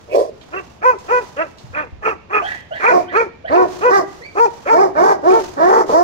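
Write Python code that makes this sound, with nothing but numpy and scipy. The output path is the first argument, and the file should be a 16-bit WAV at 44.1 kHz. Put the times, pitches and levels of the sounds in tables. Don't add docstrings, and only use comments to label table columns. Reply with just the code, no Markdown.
import sys
import numpy as np
from scipy import signal
from scipy.fft import rfft, irfft, next_fast_len
from scipy.io import wavfile
from scipy.ndimage import uniform_filter1d, minimum_filter1d, map_coordinates

SR = 44100
rng = np.random.default_rng(int(sys.argv[2]) if len(sys.argv) > 2 else 0)


def int16_out(signal):
    q = np.round(np.clip(np.atleast_2d(signal).T, -1, 1) * 32767)
    wavfile.write(sys.argv[1], SR, q.astype(np.int16))


N = 265923
TIME = np.arange(N) / SR


def barks(calls, throat, jaw_db, jaw_width_hz, tongue_db, tongue_width_hz,
          cliff_db, ragged_hz, jitter, hiss_db, thud_db):
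    # freq_hz, density_db
    teeth = [(2000, -6.5), (3400, -9.5), (5400, 8.5), (7100, -0.5), (8500, -9.5), (10500, -14.5),
             (15500, -14)]
    chest_thud = [(80, -41), (130, 4.5), (170, 12.5), (260, 1.5), (400, -40.5)]
    opening_db, closing_db, sag_db_per_s = -20.5, -17.5, -38.5
    pitch_drop, jaw_drop, slack_rough, hoarse_db = .23, .61, .48, -7.5
    out, shake, air = np.zeros(N), np.zeros(N), noise(teeth)[0]
    harmonics = np.arange(1, 17)[:, None]
    for (start_s, attack_s, hold_s, release_s, opening_hz, top_hz, climb_s,
         level_db, held_jaw_hz, tongue_hz, held_bright_db, rasp_db, held_rough) in calls:
        at, t, gate = span(start_s, start_s + attack_s + hold_s + 1.3 * release_s)
        age_s = t - start_s
        opening, closing = gesture(age_s, attack_s, hold_s, release_s)
        slack = np.minimum(opening + closing, 1)
        sag_db = sag_db_per_s * np.maximum(age_s - attack_s, 0)
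        envelope = gate * amp(level_db + opening_db * opening + closing_db * closing + sag_db)
        rough = np.clip(held_rough + (1 - held_rough) * slack_rough * slack, 0, .98)
        pitch_hz = climb(age_s, opening_hz, top_hz, climb_s)
        pitch_hz *= 1 - pitch_drop * np.minimum(closing, 1) ** 1.44
        phase = cycles(t, pitch_hz, jitter * (.24 + 2.44 * rough))

        hz = harmonics * pitch_hz
        jaw_hz = held_jaw_hz * (1 - jaw_drop * slack ** 4)
        mouth_db = jaw_db / (1 + ((hz - jaw_hz) / jaw_width_hz) ** 2)
        mouth_db += tongue_db / (1 + ((hz - tongue_hz) / tongue_width_hz) ** 2)
        mouth_db += cliff_db * np.clip((hz - tongue_hz - 100) / 450, 0, 1)
        bright_db = held_bright_db + 3.5 * opening - 12 * closing
        pressed_db = bright_db * np.clip(np.log2(hz / 800), 0, 1)
        gains = amp(along(throat, hz) + mouth_db + pressed_db)
        gains /= np.linalg.norm(gains, axis=0)
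        smears = 1 - (1 - rough) ** (.45 + (hz / ragged_hz) ** 2)
        voice = sum(gain * partial(t, k * phase + rng.uniform(0, 2 * np.pi), smear, flutter_hz=258.9)
                    for k, (gain, smear) in enumerate(zip(gains, smears), 1))

        jaw_ring = partial(t, 2 * np.pi * np.cumsum(jaw_hz) / SR, .95, flutter_hz=310)
        voice += amp(hoarse_db) * rough * jaw_ring
        doubling = np.cos(phase / 2 + wobble(t, 63))
        voice *= (1 + .8 * rough * doubling) * amp(3.5 * rough * wobble(t, 110))
        hiss = amp(rasp_db + hiss_db + 4.5 * slack) * air[at] * (1 + .16 * np.cos(phase))
        out[at] += envelope * (voice + hiss)
        shake[at] += envelope * rough
    from_mouth = filtered(out, lambda hz: 1 - 1 / (1 + (hz / 235) ** 8))
    return from_mouth + amp(thud_db) * shake * noise(chest_thud)[0]


def woof(breath_db):
    # time_s, pitch_hz, level_db
    contour = [(.07, 99.17, -51.5), (0.121, 117.1, -25.5), (.155, 123.5, -9.5), (0.184, 125.1, -11),
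               (.215, 113.4, -15), (0.248, 100.7, -20.5), (0.298, 89, -30.5)]
    # freq_hz, gain_db
    chest = [(150, -47), (300, -10), (420, 0), (520, 3.5), (620, 3.5), (760, -7.5), (880, -20.5),
             (1030, -10), (1400, -39), (2000, -36), (2400, -46), (3100, -45), (4500, -37.5), (6000, -39),
             (9000, -48.5), (15000, -59)]
    breath = [(1700, -26.5), (2250, -9), (2500, -4), (3100, -20), (4000, -35.5)]
    at, t, gate = span(contour[0][0], contour[-1][0])
    pitch_hz, level_db = curves(contour, t)
    puffs = unit(((1 + np.cos(cycles(t, pitch_hz, jitter=.25))) / 2) ** 30)
    source, out = np.zeros(N), np.zeros(N)
    source[at] = 18 * np.diff(puffs, prepend=0) + 2.6 * (2.43 + puffs) * rng.standard_normal(N)[at]
    body = unit(filtered(source, lambda hz: amp(along(chest, hz)))[at])
    opening_rasp = noise(breath)[0, at] * np.exp(-((t - .14) / .03) ** 2)
    body *= amp(1.3 * wobble(t, 130))
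    out[at] = gate * (amp(level_db) * body + amp(breath_db) * opening_rasp)
    return out


def squeals(slip_hz):
    # start_s, attack_s, release_s, opening_hz, top_hz, climb_s, level_db,
    # yelp_top_hz, yelp_start_db, roughness
    calls = [ (2.422, 0.069, 0.12, 1440, 1906, 0.15, -24, 842, -19, 0.56),
             (2.712, 0.037, 0.16, 1380, 2074, 0.13, -24, 826, -19.5, 0.71),
             (3.075, 0.018, 0.14, 1430, 2100, 0.079, -31, 740, -51, 0.71),
             (3.445, 0.039, 0.11, 1400, 2270, .115, -29.5, 854, -23, 0.9),
             (4.205, 0.035, 0.11, 1638, 2312, 0.058, -35, 579, -36, 0.17)]
    # freq_hz, gain_db
    octave = [(2600, -17), (3150, -4.5), (3650, -36), (4150, -10.5), (4650, -15.5), (5200, -20)]
    # freq_hz, density_db
    breath = [(1250, -50), (1650, 11.5), (1950, -3), (2300, -7.5), (3100, -14.5), (4200, -17.5),
              (6000, -43.5)]
    opening_db, closing_db, yelp_fade_db_per_s, hoarse_onset_s = -15, -20, -240, .04
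    out, air = np.zeros(N), noise(breath)[0]
    for (start_s, attack_s, release_s, opening_hz, top_hz, climb_s, level_db,
         yelp_top_hz, yelp_start_db, roughness) in calls:
        at, t, gate = span(start_s, start_s + attack_s + release_s)
        age_s = np.maximum(t - start_s, 0)
        opening, closing = gesture(age_s, attack_s, 0, release_s)
        shrill_hz = climb(age_s, opening_hz, top_hz, climb_s)
        shrill_db = level_db + opening_db * opening + closing_db * closing
        rough = roughness * (1 - np.exp(-age_s / hoarse_onset_s))
        slip = np.cumsum(slip_hz * np.exp(.12 * wobble(t, 52))) / SR % 1 - .5
        phase = cycles(t, shrill_hz * (1 + .45 * np.minimum(rough, .5) * slip), jitter=.06 * rough)
        shrill = partial(t, phase, rough, flutter_hz=580)
        shrill += amp(along(octave, 2 * shrill_hz)) * partial(t, 2 * phase, rough, flutter_hz=510)
        shrill = (1 - .5 * rough) * shrill + rough * air[at]
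        yelp_hz = yelp_top_hz * (shrill_hz / top_hz) ** .75
        yelp_db = yelp_start_db + yelp_fade_db_per_s * age_s
        yelp = partial(t, cycles(t, yelp_hz, jitter=.089), rough, flutter_hz=290)
        flicker = amp(8.2 * rough * wobble(t, 65))
        out[at] += gate * flicker * (amp(shrill_db) * shrill + amp(yelp_db) * yelp)
    return out


def fence_ticks(trim_db, t60_s):
    # start_s, level_db (before trim_db), centre_hz
    contacts = [(0.328, -56.5, 1150), (0.412, -28, 2590), (0.986, -30, 5200), (1.5835, -29, 4000),
                (2.5837, -38, 2000), (4.3135, -47, 2320), (5.433, -26.5, 1554)]
    out, t = np.zeros(N), np.arange(SR // 8) / SR
    for start_s, level_db, centre_hz in contacts:
        band = signal.butter(2, [centre_hz / 1.5, centre_hz * 1.5], 'band', fs=SR)
        burst = unit(signal.lfilter(*band, rng.standard_normal(len(t))))
        out[round(start_s * SR):][:len(t)] += amp(level_db + trim_db - 60 * t / t60_s) * burst
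    return out


def steps(t60_s):
    # start_s, level_db, pitch_hz
    footfalls = [(1.641, -24.5, 125.4), (1.697, -27.5, 93), (1.925, -22, 64.4), (3.491, -26.5, 95)]
    out, t = np.zeros(N), np.arange(SR // 4) / SR
    for start_s, level_db, pitch_hz in footfalls:
        envelope = amp(level_db - 60 * t / t60_s) * (1 - np.exp(-t / .0032))
        out[round(start_s * SR):][:len(t)] += envelope * np.sin(2 * np.pi * pitch_hz * t)
    return out


def scuffs(shuffle_db):
    # peak_s, swell_s, fade_s, level_db
    strokes = [(.03, 0.064, 0.13, -51), (.65, 0.26, 0.13, -47), (1.061, .08, 0.23, -45),
               (1.269, 0.19, 0.28, -47), (1.64, 0.048, 0.19, -49.5), (2.478, .05, 0.11, -39.5),
               (2.979, 0.19, 0.067, -40.5), (3.78, 0.1, 0.076, -35), (4.11, 0.052, 0.12, -42.5),
               (4.599, 0.26, 0.18, -42.5), (5.049, 0.24, .1, -51.5), (5.38, 0.1, .13, -31.5),
               (5.73, 0.11, 0.078, -35), (5.929, 0.048, 0.023, -31)]
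    # freq_hz, density_db
    grit = [(300, 13), (900, 16), (2200, 2), (3500, 0.5), (6500, 2.5), (8500, -10), (12000, -15),
            (15500, -16)]
    rubbing = np.zeros(N)
    for peak_s, swell_s, fade_s, level_db in strokes:
        off_peak = np.maximum((peak_s - TIME) / swell_s, (TIME - peak_s) / fade_s)
        rubbing += amp(level_db - 6 * off_peak ** 2.7)
    shuffle = amp(shuffle_db + .67 * wobble(TIME, 3.3))
    return np.hypot(rubbing, shuffle) * amp(2 * wobble(TIME, 130)) * noise(grit, channels=2)


def outdoor_air(hush_db, rumble_db):
    # freq_hz, density_db
    air = [(20, -26.5), (45, -7), (70, 2.5), (120, -1.5), (200, -3.5), (400, -12.5), (1000, -49),
           (3000, -58)]
    hush = [(200, 2.5), (600, 8.5), (1500, -3), (3000, -8), (6800, -19.5), (8000, -34), (15000, -72.5)]
    rumble = unit(noise(air) + .6 * noise(air, channels=2)) * amp([[1], [-1]])
    return amp(hush_db) * noise(hush, channels=2) + amp(rumble_db + wobble(TIME, 53)) * rumble


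def kennel(x, lead, pan_db, scatter_db, wet_db):
    # freq_hz, t60_s
    decay = [(200, 1), (500, 0.42), (1500, 0.37), (3000, 1), (7000, 0.37), (14000, 0.27)]
    scatter_hz, scatter_t60_s = 2410, .057
    sides = np.array([[1], [-1]])
    direct = filtered(x, lambda hz: amp(sides * pan_db * np.minimum(hz / 2000, 1) / 2)
                      * np.exp(.5j * sides * along(lead, hz)))
    hz, t, white = signal.stft(rng.standard_normal((2, SR // 2)), SR, nperseg=256)
    tail_shape = amp(-60 * t / along(decay, hz)[:, None]) * (1 - np.exp(-t / .0086))
    scatter_shape = amp(-60 * t / scatter_t60_s) * np.minimum(hz / scatter_hz, 1)[:, None] ** 2
    response = 0
    for level_db, shape in (wet_db, tail_shape), (scatter_db, scatter_shape):
        echoes = signal.istft(white * shape, SR, nperseg=256)[1]
        response += amp(level_db) * echoes / np.linalg.norm(echoes[0])
    return direct + signal.fftconvolve(x[None], response, axes=1)[:, :N]


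def gesture(age_s, attack_s, hold_s, release_s):
    return np.clip(1 - age_s / attack_s, 0, 1), np.maximum((age_s - attack_s - hold_s) / release_s, 0)


def climb(age_s, opening_hz, top_hz, climb_s):
    return top_hz - (top_hz - opening_hz) * np.clip(1 - age_s / climb_s, 0, 1) ** 1.6


def cycles(t, pitch_hz, jitter):
    arch_hz = uniform_filter1d(pitch_hz, SR // 70, mode='nearest')
    return 2 * np.pi * np.cumsum(arch_hz * (1 + jitter * wobble(t, 222))) / SR


def partial(t, phase, rough, flutter_hz):
    rough = np.clip(rough, 0, 1)
    steady = np.sqrt(2 * (1 - rough)) * np.cos(phase)
    smear = wobble(t, flutter_hz) * np.cos(phase) + wobble(t, flutter_hz) * np.sin(phase)
    return steady + np.sqrt(rough) * smear


def span(start_s, end_s):
    at = np.flatnonzero((TIME > start_s - .01) & (TIME < end_s + .01))
    t = TIME[at]
    return at, t, np.clip(np.minimum(.35 + (t - start_s) / .016, 1 + (end_s - t) / .01), 0, 1)


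def wobble(t, rate_hz):
    return map_coordinates(rng.standard_normal(1024), [(t - t[0]) * rate_hz], mode='wrap')


def noise(spectrum, channels=1):
    return unit(filtered(rng.standard_normal((channels, N)), lambda hz: amp(along(spectrum, hz))))


def filtered(x, response):
    size = next_fast_len(N + SR // 4)
    return irfft(rfft(x, size) * response(np.fft.rfftfreq(size, 1 / SR)), size)[..., :N]


def along(points, hz):
    freq_hz, values = np.transpose(points)
    return np.interp(np.log(hz + 1), np.log(freq_hz + 1), values)


def curves(rows, t):
    time_s, *columns = np.transpose(rows)
    return [np.interp(t, time_s, column) for column in columns]


def amp(db):
    return 10 ** (np.asarray(db) / 20)


def unit(x):
    return x / np.sqrt(np.mean(np.abs(x) ** 2) + 1e-20)


def scene():
    # start_s, attack_s, hold_s, release_s, opening_hz, top_hz, climb_s, level_db,
    # jaw_hz, tongue_hz, bright_db, rasp_db (re level, before hiss_db), roughness
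    high_calls = [ (.51, 0.034, 0.049, 0.031, 270, 388, 0.063, -23.5, 520, 2694, 10.5, -30.5, 0.33),
                  (.818, 0.038, 0.043, 0.054, 316, 507, 0.046, -7.5, 930, 2370, 10, -34.5, 0.03),
                  (1.08, 0.035, 0.068, 0.045, 315, 495, 0.05, -11, 820, 2574, 7, -31.5, 0.06),
                  (1.36, 0.035, .022, 0.056, 245, 340.2, 0.076, -15.5, 623, 2680, 16, -37.5, 0.09),
                  (1.73, 0.045, 0.03, 0.058, 243, 301.5, 0.044, -19, 778, 2505, 20, -35.5, 0.22),
                  (2.016, 0.044, 0.038, .055, 400, 439.5, 0.069, -15.5, 1103, 2582, 10, -30.5, 0.51),
                  (2.296, 0.057, 0.019, 0.066, 346.3, 424.2, 0.049, -12.5, 1108, 2518, 11.5, -33.5, 0.42),
                  (2.8, 0.061, 0.038, 0.053, 230.5, 497, 0.097, -6.5, 871, 2283, 18, -31, 0.3),
                  (3.115, .052, .045, 0.058, 254.5, 471.8, 0.085, -10.5, 615, 2376, 11, -32, 0.14),
                  (3.53, 0.033, 0.056, 0.049, 314.8, 496, 0.062, -12, 907, 2580, 4.5, -38, 0.22),
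                  (3.808, 0.047, 0.034, 0.051, 307.6, 499.5, 0.057, -7.5, 770, 2630, 3, -35.5, 0.1),
                  (4.353, .06, .032, 0.031, 323, 471.2, .068, -3, 972, 2520, 0, -32.5, 0),
                  (4.656, 0.074, 0.033, 0.041, 240.2, 458.5, 0.062, -3.5, 915, 2340, 9.5, -31.5, 0.03),
                  (4.985, 0.062, 0.071, 0.033, 284, 455.3, 0.086, -11.5, 934, 2510, -16, -21.5, 0.56),
                  (5.28, 0.063, 0.035, 0.043, 327.4, 458.4, 0.072, -9.5, 980, 2360, 0.5, -53.5, 0.08),
                  (5.67, 0.051, 0.088, 0.04, 381.6, 451.7, 0.054, -7.5, 830, 1950, 4, -26.5, 0.69),
                  (5.87, 0.027, 0.079, 0.047, 368, 489, 0.054, -17, 617, 2020, -11, -27.5, 0.94)]
    low_calls = [ (2.892, 0.037, 0.0461, 0.058, 299.5, 366.5, 0.0508, -9, 830, 2660, -4, -31, 0.3),
                 (3.492, 0.05, 0.087, 0.047, 216.2, 369.7, 0.088, -6, 582, 2480, 0.5, -36.5, 0.053),
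                 (3.892, 0.038, 0.035, .06, 349, 399, 0.059, -3.5, 995, 1926, 5.5, -26, 0.076),
                 (4.72, .034, .08, .06, 260, 401, 0.11, -4.5, 802, 1985, -3, -31.5, 0.15),
                 (4.95, 0.04, 0.13, .07, 255.6, 395.6, 0.11, -7.5, 774, 2210, 3.5, -33, 0.25),
                 (5.225, 0.049, .055, 0.079, 263.5, 375.9, 0.076, -7, 580, 2900, -3.5, -37, 0.035),
                 (5.566, 0.055, .16, .075, 256, 386.9, 0.15, -7, 703, 1840, 0.5, -35.5, 0.14),
                 (5.895, 0.058, 0.066, .04, 250, 353.3, 0.12, -8, 850, 1920, -7, -28, 0.078)]
    # freq_hz, gain_db
    high_throat = [(130, -47), (250, 6), (340, 3.5), (440, 4.5), (560, 9), (780, -1.5), (920, 5),
                   (1400, -3), (1900, -15), (2600, -24), (4000, -31), (5500, -78.5), (8000, -53.5)]
    low_throat = [(130, -45), (250, 3), (330, 0), (378, 8.5), (430, -9.5), (520, 0.5), (660, 5), (780, 3.5),
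                  (1030, 2), (1400, -6), (1900, -13.5), (2600, -39), (4000, -31.5), (5500, -68)]
    # freq_hz, left_lead_rad
    high_lead = [(100, -3.5), (320, 1.9), (460, 0.49), (650, 1.5), (950, 2.5), (1350, 2.0), (1750, 4.5),
                 (2400, 4.5), (3500, 3.5), (7000, 12.5), (15000, 22.5)]
    low_lead = [(100, -2), (350, 1.84), (480, 0.48), (700, 2), (950, 4), (1300, 2.5), (1750, 4.5),
                (2400, 1.8), (3500, 3), (7000, 12), (15000, 20)]
    squeal_lead = [(100, .5), (750, -2), (1800, -2.5), (4000, -6)]
    high_dog = barks(high_calls, high_throat, jaw_db=12.5, jaw_width_hz=94,
                     tongue_db=17.5, tongue_width_hz=27, cliff_db=-15.5,
                     ragged_hz=1490, jitter=.02, hiss_db=-4.5, thud_db=-45.5)
    low_dog = barks(low_calls, low_throat, jaw_db=9, jaw_width_hz=440,
                    tongue_db=8, tongue_width_hz=46, cliff_db=-4.5,
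                    ragged_hz=1400, jitter=.029, hiss_db=-8, thud_db=-18)
    mix = kennel(high_dog, high_lead, pan_db=1.5, scatter_db=2, wet_db=-18.5)
    mix += kennel(low_dog, low_lead, pan_db=-1.5, scatter_db=5.5, wet_db=-14.5)
    mix += kennel(woof(breath_db=-39.5), low_lead, pan_db=-6, scatter_db=.5, wet_db=-17.5)
    knocks = fence_ticks(trim_db=-17.5, t60_s=.12) + steps(t60_s=.11)
    mix += kennel(knocks, low_lead, pan_db=-3.5, scatter_db=-5, wet_db=-6)
    mix += kennel(squeals(slip_hz=89), squeal_lead, pan_db=-.5, scatter_db=-2.5, wet_db=-11.5)
    return mix + scuffs(shuffle_db=-66.5) + outdoor_air(hush_db=-49.5, rumble_db=-48)


def record(dry):
    # freq_hz, left_minus_right_db
    tilt = [(60, 1.5), (200, -2.5), (450, 0.5), (750, -2), (1300, -3), (2400, -6), (4400, -7), (8000, 2.5),
            (14000, 3.5)]
    ceiling, window, top_hz = .96, SR // 100, 15760
    picked_up = filtered(dry, lambda hz: amp(np.array([[1], [-1]]) * along(tilt, hz) / 2))
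    needed_gain = np.minimum(1, ceiling / (np.abs(picked_up).max(axis=0) + 1e-9))
    gain = uniform_filter1d(minimum_filter1d(needed_gain, window), window)
    return filtered(picked_up * gain, lambda hz: hz < top_hz)


dry = scene()
out = record(dry)
int16_out(out)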